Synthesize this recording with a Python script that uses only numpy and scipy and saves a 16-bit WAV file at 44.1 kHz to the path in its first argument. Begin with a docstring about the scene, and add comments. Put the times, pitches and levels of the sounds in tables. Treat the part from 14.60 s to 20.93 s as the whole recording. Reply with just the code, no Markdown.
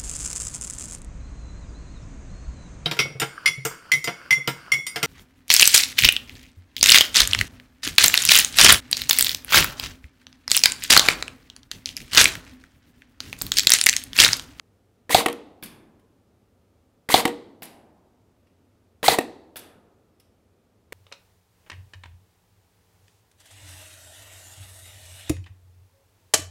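"""In a long concrete shooting range, an electric airsoft gun fires three single shots close by.
In each, the motor winds the gears up, the piston slams home, air pops from the muzzle, the gears run
down and the trigger clacks back; half a second later the pellet strikes the far end of the range.
Meshing teeth give a gliding whine; impacts give noise bursts and excite damped modes. The walls
reverberate over a faint murmur. The motor just kicks in for a fourth shot as the sound ends."""
import sys
import numpy as np
from scipy import signal
from scipy.fft import rfft, irfft, next_fast_len
from scipy.io import wavfile
from scipy.ndimage import uniform_filter1d

SR = 44100
rng = np.random.default_rng(int(sys.argv[2]) if len(sys.argv) > 2 else 0)


def write(x):
    x = np.atleast_2d(x).T
    wavfile.write(sys.argv[1], SR, np.round(np.clip(x, -1, 1) * 32767).astype(np.int16))


N = 279153
TIME = np.arange(SR // 2) / SR  # time axis of one event [s]

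# spectrum of the range's murmur: (frequency [Hz], relative level [dB])
MURMUR_SPECTRUM = [(12, -55.5), (20, -23), (32, -18), (49, -10), (106, 1), (126, -12), (245, -6.5),
                   (298, -11), (404, -11), (519, -14), (631, -17), (1100, -26), (1200, -23), (1630, -29.5),
                   (15500, -42)]
# reverberation times of the nearby walls, the hall and its far end: (frequency [Hz], T60 [s])
BOOTH_T60 = [(100, 0.41), (350, 0.51), (1000, 0.31), (4000, 0.15), (12000, 0.17)]
HALL_T60 = [(80, 0.79), (300, 2.3), (800, 1.2), (2000, .64), (4500, .57), (8000, .46), (15000, .34)]
FAR_T60 = [(200, 1.5), (1000, 1.5), (2000, .62), (6000, 0.39), (11000, 0.42), (16000, .28)]
# colour of the same three reverberant fields: (frequency [Hz], gain [dB])
BOOTH_COLOUR = [(60, -9.5), (170, -9), (240, 3.5), (350, 0), (750, -5), (1500, -2.5), (4000, 0),
                (12000, -6)]
HALL_COLOUR = [(40, -7), (110, 0.5), (160, -3), (300, 3.5), (700, -8), (1500, -4), (4300, -2.5), (6000, -2),
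               (15000, -11)]
FAR_COLOUR = [(60, -2), (220, 10), (600, 2.5), (1050, 1.5), (1500, -3.5), (2500, -2.5), (7000, -5),
              (11000, -9.5), (16000, -15)]

# faint ticks down the range: (time [s], level [dB], treble gain [dB])
TICKS = [(1.3949, -64.5, -4), (3.8691, -60.5, -16), (5.5982, -56.5, 1.5)]
# spectra of a tick, the pellet's knock and its bright crack: (frequency [Hz], relative level [dB])
TICK_SPECTRUM = [(500, -16.5), (1700, -1.5), (3000, 0.5), (4200, -8), (5300, 1), (6800, -11), (9300, -0.5),
                 (12500, -3), (16000, -9)]
KNOCK_SPECTRUM = [(40, -4.5), (200, -4), (700, -7), (1200, -13), (1700, -4.5), (2800, -9), (5000, -15),
                  (7000, -30), (12000, -19), (16000, -11)]
CRACK_SPECTRUM = [(200, -18), (1500, -5.5), (4500, -7), (7000, -11), (8300, -7.5), (10000, -1), (12500, -3),
                  (16000, -10)]

# trigger returns: (time [s], click level [dB], body ring gain [dB], loss per bounce [dB])
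TRIGGER_RETURNS = [(0.6594, -11, -12, 11), (2.6523, -10.5, -11, 11.5), (4.5851, -12.5, -14, 18.5)]
# spectrum of the trigger's click: (frequency [Hz], relative level [dB])
CLICK_SPECTRUM = [(40, -12.5), (150, -15.5), (320, 7), (800, 7.5), (1400, -6), (2000, -1), (3500, -5),
                  (5500, -16), (8500, -11), (12000, -14), (16000, -22.5)]
# modes of the hollow plastic body: (frequency [Hz], relative level [dB], T60 [s])
BODY_MODES = [(239, -19, 0.25), (290.3, -17.5, .33), (321, -0.5, .04), (349, -21, 0.23),
              (474.5, -16.5, 0.36), (752, -13, 0.13), (932, -16.5, 0.1), (1116.4, -12.5, 0.0405),
              (1880, -9, .025), (2210, -16, 0.028), (2660, -11.5, 0.024)]

# three shots, and a fourth of which only the motor's start falls before the end:
# (slam time [s], motor kick level [dB], pellet flight time [s], relative strike level [dB])
SHOTS = [(0.546, -29, 0.48, 1), (2.541, -20.5, 0.48, 0), (4.4814, -21, .4770, 1), (6.3750, -33.5, .477, 0)]
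# spectra of motor kick, tooth rasp, spring and piston slam: (frequency [Hz], relative level [dB])
KICK_SPECTRUM = [(60, -9.5), (170, -3), (330, 2.5), (1200, -4.5), (2000, 3), (2900, -12), (3800, -7.5),
                 (5500, -16), (16000, -22.5)]
RASP_SPECTRUM = [(150, -23.5), (380, -9), (490, 6), (640, -6), (1050, -0.5), (1350, -7), (2000, -0.5),
                 (3000, 2), (4400, -1.5), (5800, -7.5), (8200, -1), (11000, -2), (16000, -8)]
SPRING_SPECTRUM = [(40, -12), (130, -4.5), (370, -8.5), (490, 4), (640, -4.5), (1000, -1), (1400, -6.5),
                   (1950, 1), (2900, -6.5), (3600, -1.5), (4400, -0.5), (5400, -10.5), (16000, -22)]
SLAM_SPECTRUM = [(30, -10), (100, -5), (170, -3.5), (420, 5), (750, -2.5), (1100, 2), (1600, -4),
                 (2500, -2.5), (3000, -7), (3600, 1), (4400, 0), (5200, -12), (7000, -7.5), (16000, -21.5)]
# gear case resonances that the whine sweeps through: (frequency [Hz], bandwidth [Hz], peak gain [dB])
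CASE_RESONANCES = [(1000, 150, -17.5), (1980, 110, -19)]
# the gears jolt their shell: (time from the slam [s], gain [dB])
JOLTS = [(-.048, -28), (.009, -30), (.035, -22)]
# the spring shudders: (time from the slam [s], level [dB], T60 [s])
REBOUNDS = [(0.015, -21, 0.065), (0.0341, -21.5, 0.12)]
# modes of gearbox shell, cylinder head and whole gun: (frequency [Hz], relative level [dB], T60 [s])
SHELL_MODES = [(203, -12, 0.18), (290.3, -8, .2), (470, -1, 0.21), (488, -5, 0.064), (764, -7.5, .2),
               (990, -11, 0.11), (1947, -11.5, 0.08)]
CYLINDER_MODES = [(3950, -0.5, 0.0037), (3494, -18, 0.056), (4300, -20.5, 0.041)]
RECOIL_MODES = [(95, 0.5, 0.088), (136, -3.5, 0.13)]

LEAD_S, RELEASE_S = 0.0525, 0.0074  # the motor starts, and the piston is let go, this long before the slam
COAST_S = 0.1  # the gears stop this long after it


def amp(db):
    """Amplitude ratio of a level in decibels."""
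    return 10 ** (np.asarray(db) / 20)


def unit(x):
    """Normalisation to an rms of 1."""
    return x / np.sqrt(np.mean(x ** 2) + 1e-20)


def along(points, hz):
    """Interpolation of (frequency [Hz], value) points on a logarithmic frequency axis."""
    frequencies, values = np.transpose(points)
    return np.interp(np.log(hz + 1), np.log(frequencies + 1), values)


def tinted(x, spectrum):
    """Linear filtering by a curve of (frequency [Hz], gain [dB]) points."""
    size = next_fast_len(len(x))
    gain = amp(along(spectrum, np.fft.rfftfreq(size, 1 / SR)))
    return irfft(rfft(x, size) * gain, size)[:len(x)]


def noise(spectrum, size=len(TIME)):
    """Spectral shaping of white noise, at an rms of 1."""
    return unit(tinted(rng.standard_normal(size), spectrum))


def add(track, start, sound):
    """Superposition of a sound on the track from a start time [s]."""
    part = track[max(round(start * SR), 0):][:len(sound)]
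    part += sound[:len(part)]


def envelope(rise, hold, t60):
    """Exponential decay after a linear rise and a hold, all in seconds."""
    return np.minimum(TIME / rise, 1) * amp(-60 * np.maximum(TIME - rise - hold, 0) / t60)


def burst(spectrum, rise, hold, t60):
    """Impact noise: a brief contact spreads its energy over a broad band."""
    return noise(spectrum) * envelope(rise, hold, t60)


def ring(modes, rise, scatter_db):
    """Free vibration: a sum of damped modes whose levels vary from strike to strike."""
    return sum(amp(db + scatter_db * rng.normal()) * envelope(rise, 0, t60)
               * np.sin(2 * np.pi * hz * TIME) for hz, db, t60 in modes)


def murmur():
    """Ambient noise: the empty range is a stationary source, strongest in the bass."""
    return amp(-63) * noise(MURMUR_SPECTRUM, size=N)


def reverberation(x, t60s, colour, build_s):
    """Diffuse field: the energy in each band builds up, then decays exponentially with random phase."""
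    hz, t, bands = signal.stft(x, SR, nperseg=384)
    t = t[t < 1.5]
    decay = (amp(-60 * t / along(t60s, hz)[:, None]) * (1 - np.exp(-t / build_s))) ** 2
    decay /= decay.sum(axis=1, keepdims=True)
    energy = signal.fftconvolve(abs(bands) ** 2, decay, axes=1)[:, :bands.shape[1]]
    grain = signal.stft(rng.standard_normal(N), SR, nperseg=384)[2]
    field = signal.istft(grain / grain.std() * np.sqrt(abs(energy)), SR, nperseg=384)[1][:N]
    return tinted(field, colour)


def distant_ticks():
    """Faint transients down the range, each filtered to its own brightness."""
    out = np.zeros(N)
    for start, db, treble_db in TICKS:
        tick = burst(TICK_SPECTRUM, 0.0011, 0.002, 0.05)
        add(out, start, amp(db) * tinted(tick, [(3000, 0), (7000, treble_db)]))
    return out


def pellet_strikes(crack_s=0.0075, echo_s=0.0315):
    """Time of flight delays the pellet's knock on the target; a brighter crack and its echo follow."""
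    out = np.zeros(N)
    for slam, _, flight, db in SHOTS:
        hit = slam + flight
        add(out, hit, amp(db - 35) * burst(KNOCK_SPECTRUM, 0.0001, 0.0034, 0.019))
        add(out, hit + crack_s, amp(db - 37) * burst(CRACK_SPECTRUM, 0.00082, 0.004, 0.076))
        add(out, hit + echo_s, amp(db - 43.5) * burst(CRACK_SPECTRUM, 0.0014, 0.003, 0.041))
    return out


def trigger_clacks(contacts=3, first_bounce_s=0.0235, bounce_ratio=0.6):
    """Inelastic bouncing: the trigger lands ever sooner and softer, ringing the hollow body."""
    out = np.zeros(N)
    for contact, click_db, body_db, loss_db in TRIGGER_RETURNS:
        for k in range(contacts):
            click = burst(CLICK_SPECTRUM, 0.002, 0.00078, 0.022)
            body = ring(BODY_MODES, rise=0.0028, scatter_db=2.5)
            add(out, contact, amp(click_db - k * loss_db) * click)
            add(out, contact + 0.001, amp(body_db - k * loss_db) * body)
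            contact += first_bounce_s * bounce_ratio ** k
    add(out, 0.7275, amp(-32) * burst(TICK_SPECTRUM, 0.0008, 0.00083, 0.0095))  # a loose part clicks once
    return out


def tooth_rate(t, limit_hz=2332, spin_up_s=0.0175, run_down_s=0.059):
    """Mesh frequency [Hz] at time t from the slam: a logistic spin-up, then a logistic run-down."""
    spin_up = 1 + np.exp(-(t + LEAD_S - spin_up_s) / 0.0092)
    run_down = 1 + np.exp((t - run_down_s) / 0.017)
    return limit_hz / (spin_up * run_down)


def gears(jitter=0.065, bite=0.46, tilt_db_per_octave=-7, shaft_teeth=14, knee_hz=1140):
    """Forced vibration: meshing teeth rasp, and their whine flares as it crosses the case resonances."""
    t = TIME - LEAD_S
    tooth_hz = tooth_rate(t)
    case_response = sum(amp(db) * tooth_hz * width / (hz ** 2 - tooth_hz ** 2 + 1j * tooth_hz * width)
                        for hz, width, db in CASE_RESONANCES)
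    whine_gain = abs(case_response) * amp(-3 * (t > -RELEASE_S))  # unloaded gears whine less
    force = (tooth_hz / knee_hz) ** 2.5
    strain_db = np.select([t < -RELEASE_S, t < 0], [2, -3])  # spring being wound; piston in flight
    rasp_gain = amp(-25 + strain_db) * force / np.hypot(1, force)  # levels off above the knee
    unsteadiness = unit(uniform_filter1d(rng.standard_normal(len(TIME)), size=30))
    phase = 2 * np.pi * np.cumsum(tooth_hz * (1 + jitter * unsteadiness)) / SR
    harmonics = np.arange(1, 6)[:, None]
    whine = np.sum(amp(tilt_db_per_octave * np.log2(harmonics)) * np.sin(harmonics * phase), axis=0)
    scrapes = (1 + bite * np.cos(phase)) / np.sqrt(1 + bite ** 2 / 2)  # one for each tooth
    rasp = noise(RASP_SPECTRUM) * scrapes
    load = amp(np.sin(phase / shaft_teeth))  # the mesh tightens once a turn, by 1 dB
    return load * (whine_gain * whine + rasp_gain * rasp) * (t < COAST_S)


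def muzzle_pop(rest_hz=750, lift_hz=300, settle_s=0.00038):
    """Air column resonance: the barrel rings, and its pitch sags as the pressure escapes."""
    hz = rest_hz + lift_hz * np.exp(-TIME / settle_s)
    return np.sin(2 * np.pi * np.cumsum(hz) / SR) * envelope(0.0012, 0.0016, 0.018)


def piston_slam():
    """Impulsive excitation: the piston lands with a crack and rings the cylinder head."""
    head = amp(2.5) * ring(CYLINDER_MODES, rise=0.00037, scatter_db=0.8)
    crack = amp(-10) * burst(SLAM_SPECTRUM, 0.00021, 0.0029, 0.042)
    return head + crack


def gun():
    """Stored elastic energy: the motor winds a spring whose release drives the piston, shaking the gun."""
    out = np.zeros(N)
    for slam, kick_db, _, _ in SHOTS:
        add(out, slam - LEAD_S, amp(kick_db) * burst(KICK_SPECTRUM, 0.0016, 0.001, 0.02))
        add(out, slam - LEAD_S, gears())
        add(out, slam, piston_slam())
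        add(out, slam - 0.002, amp(-24.5) * ring(RECOIL_MODES, rise=0.0015, scatter_db=3.5))
        add(out, slam + 0.0021, muzzle_pop())
        for delay, db, t60 in REBOUNDS:
            add(out, slam + delay, amp(db) * burst(SPRING_SPECTRUM, 0.00089, 0.002, t60))
        for delay, db in JOLTS:
            add(out, slam + delay, amp(db) * ring(SHELL_MODES, rise=0.0046, scatter_db=2))
    return out


def scene():
    """The direct-to-reverberant ratio conveys distance: the gun is fairly dry, the target echoes."""
    shots, clacks = gun(), trigger_clacks()
    downrange = pellet_strikes() + distant_ticks()
    booth = reverberation(amp(-9.5) * shots + amp(-11.5) * clacks, BOOTH_T60, BOOTH_COLOUR, 0.015)
    hall = reverberation(amp(-20.5) * shots + amp(-21.5) * clacks, HALL_T60, HALL_COLOUR, 0.031)
    far_end = reverberation(downrange, FAR_T60, FAR_COLOUR, 0.0074)
    return (murmur() + far_end + hall + booth + downrange + clacks + shots)[None]


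def record(dry, top_hz=16300, taper_hz=800):
    """Clipping and band limiting: peaks are cut at full scale, then the highest treble is removed."""
    size = next_fast_len(N + SR // 2)
    low_pass = np.clip((top_hz - np.fft.rfftfreq(size, 1 / SR)) / taper_hz, 0, 1) ** 2
    clipped = np.clip(dry, -1, 1)
    return irfft(rfft(clipped, size) * low_pass, size)[..., :N]


dry = scene()
out = record(dry)
write(out)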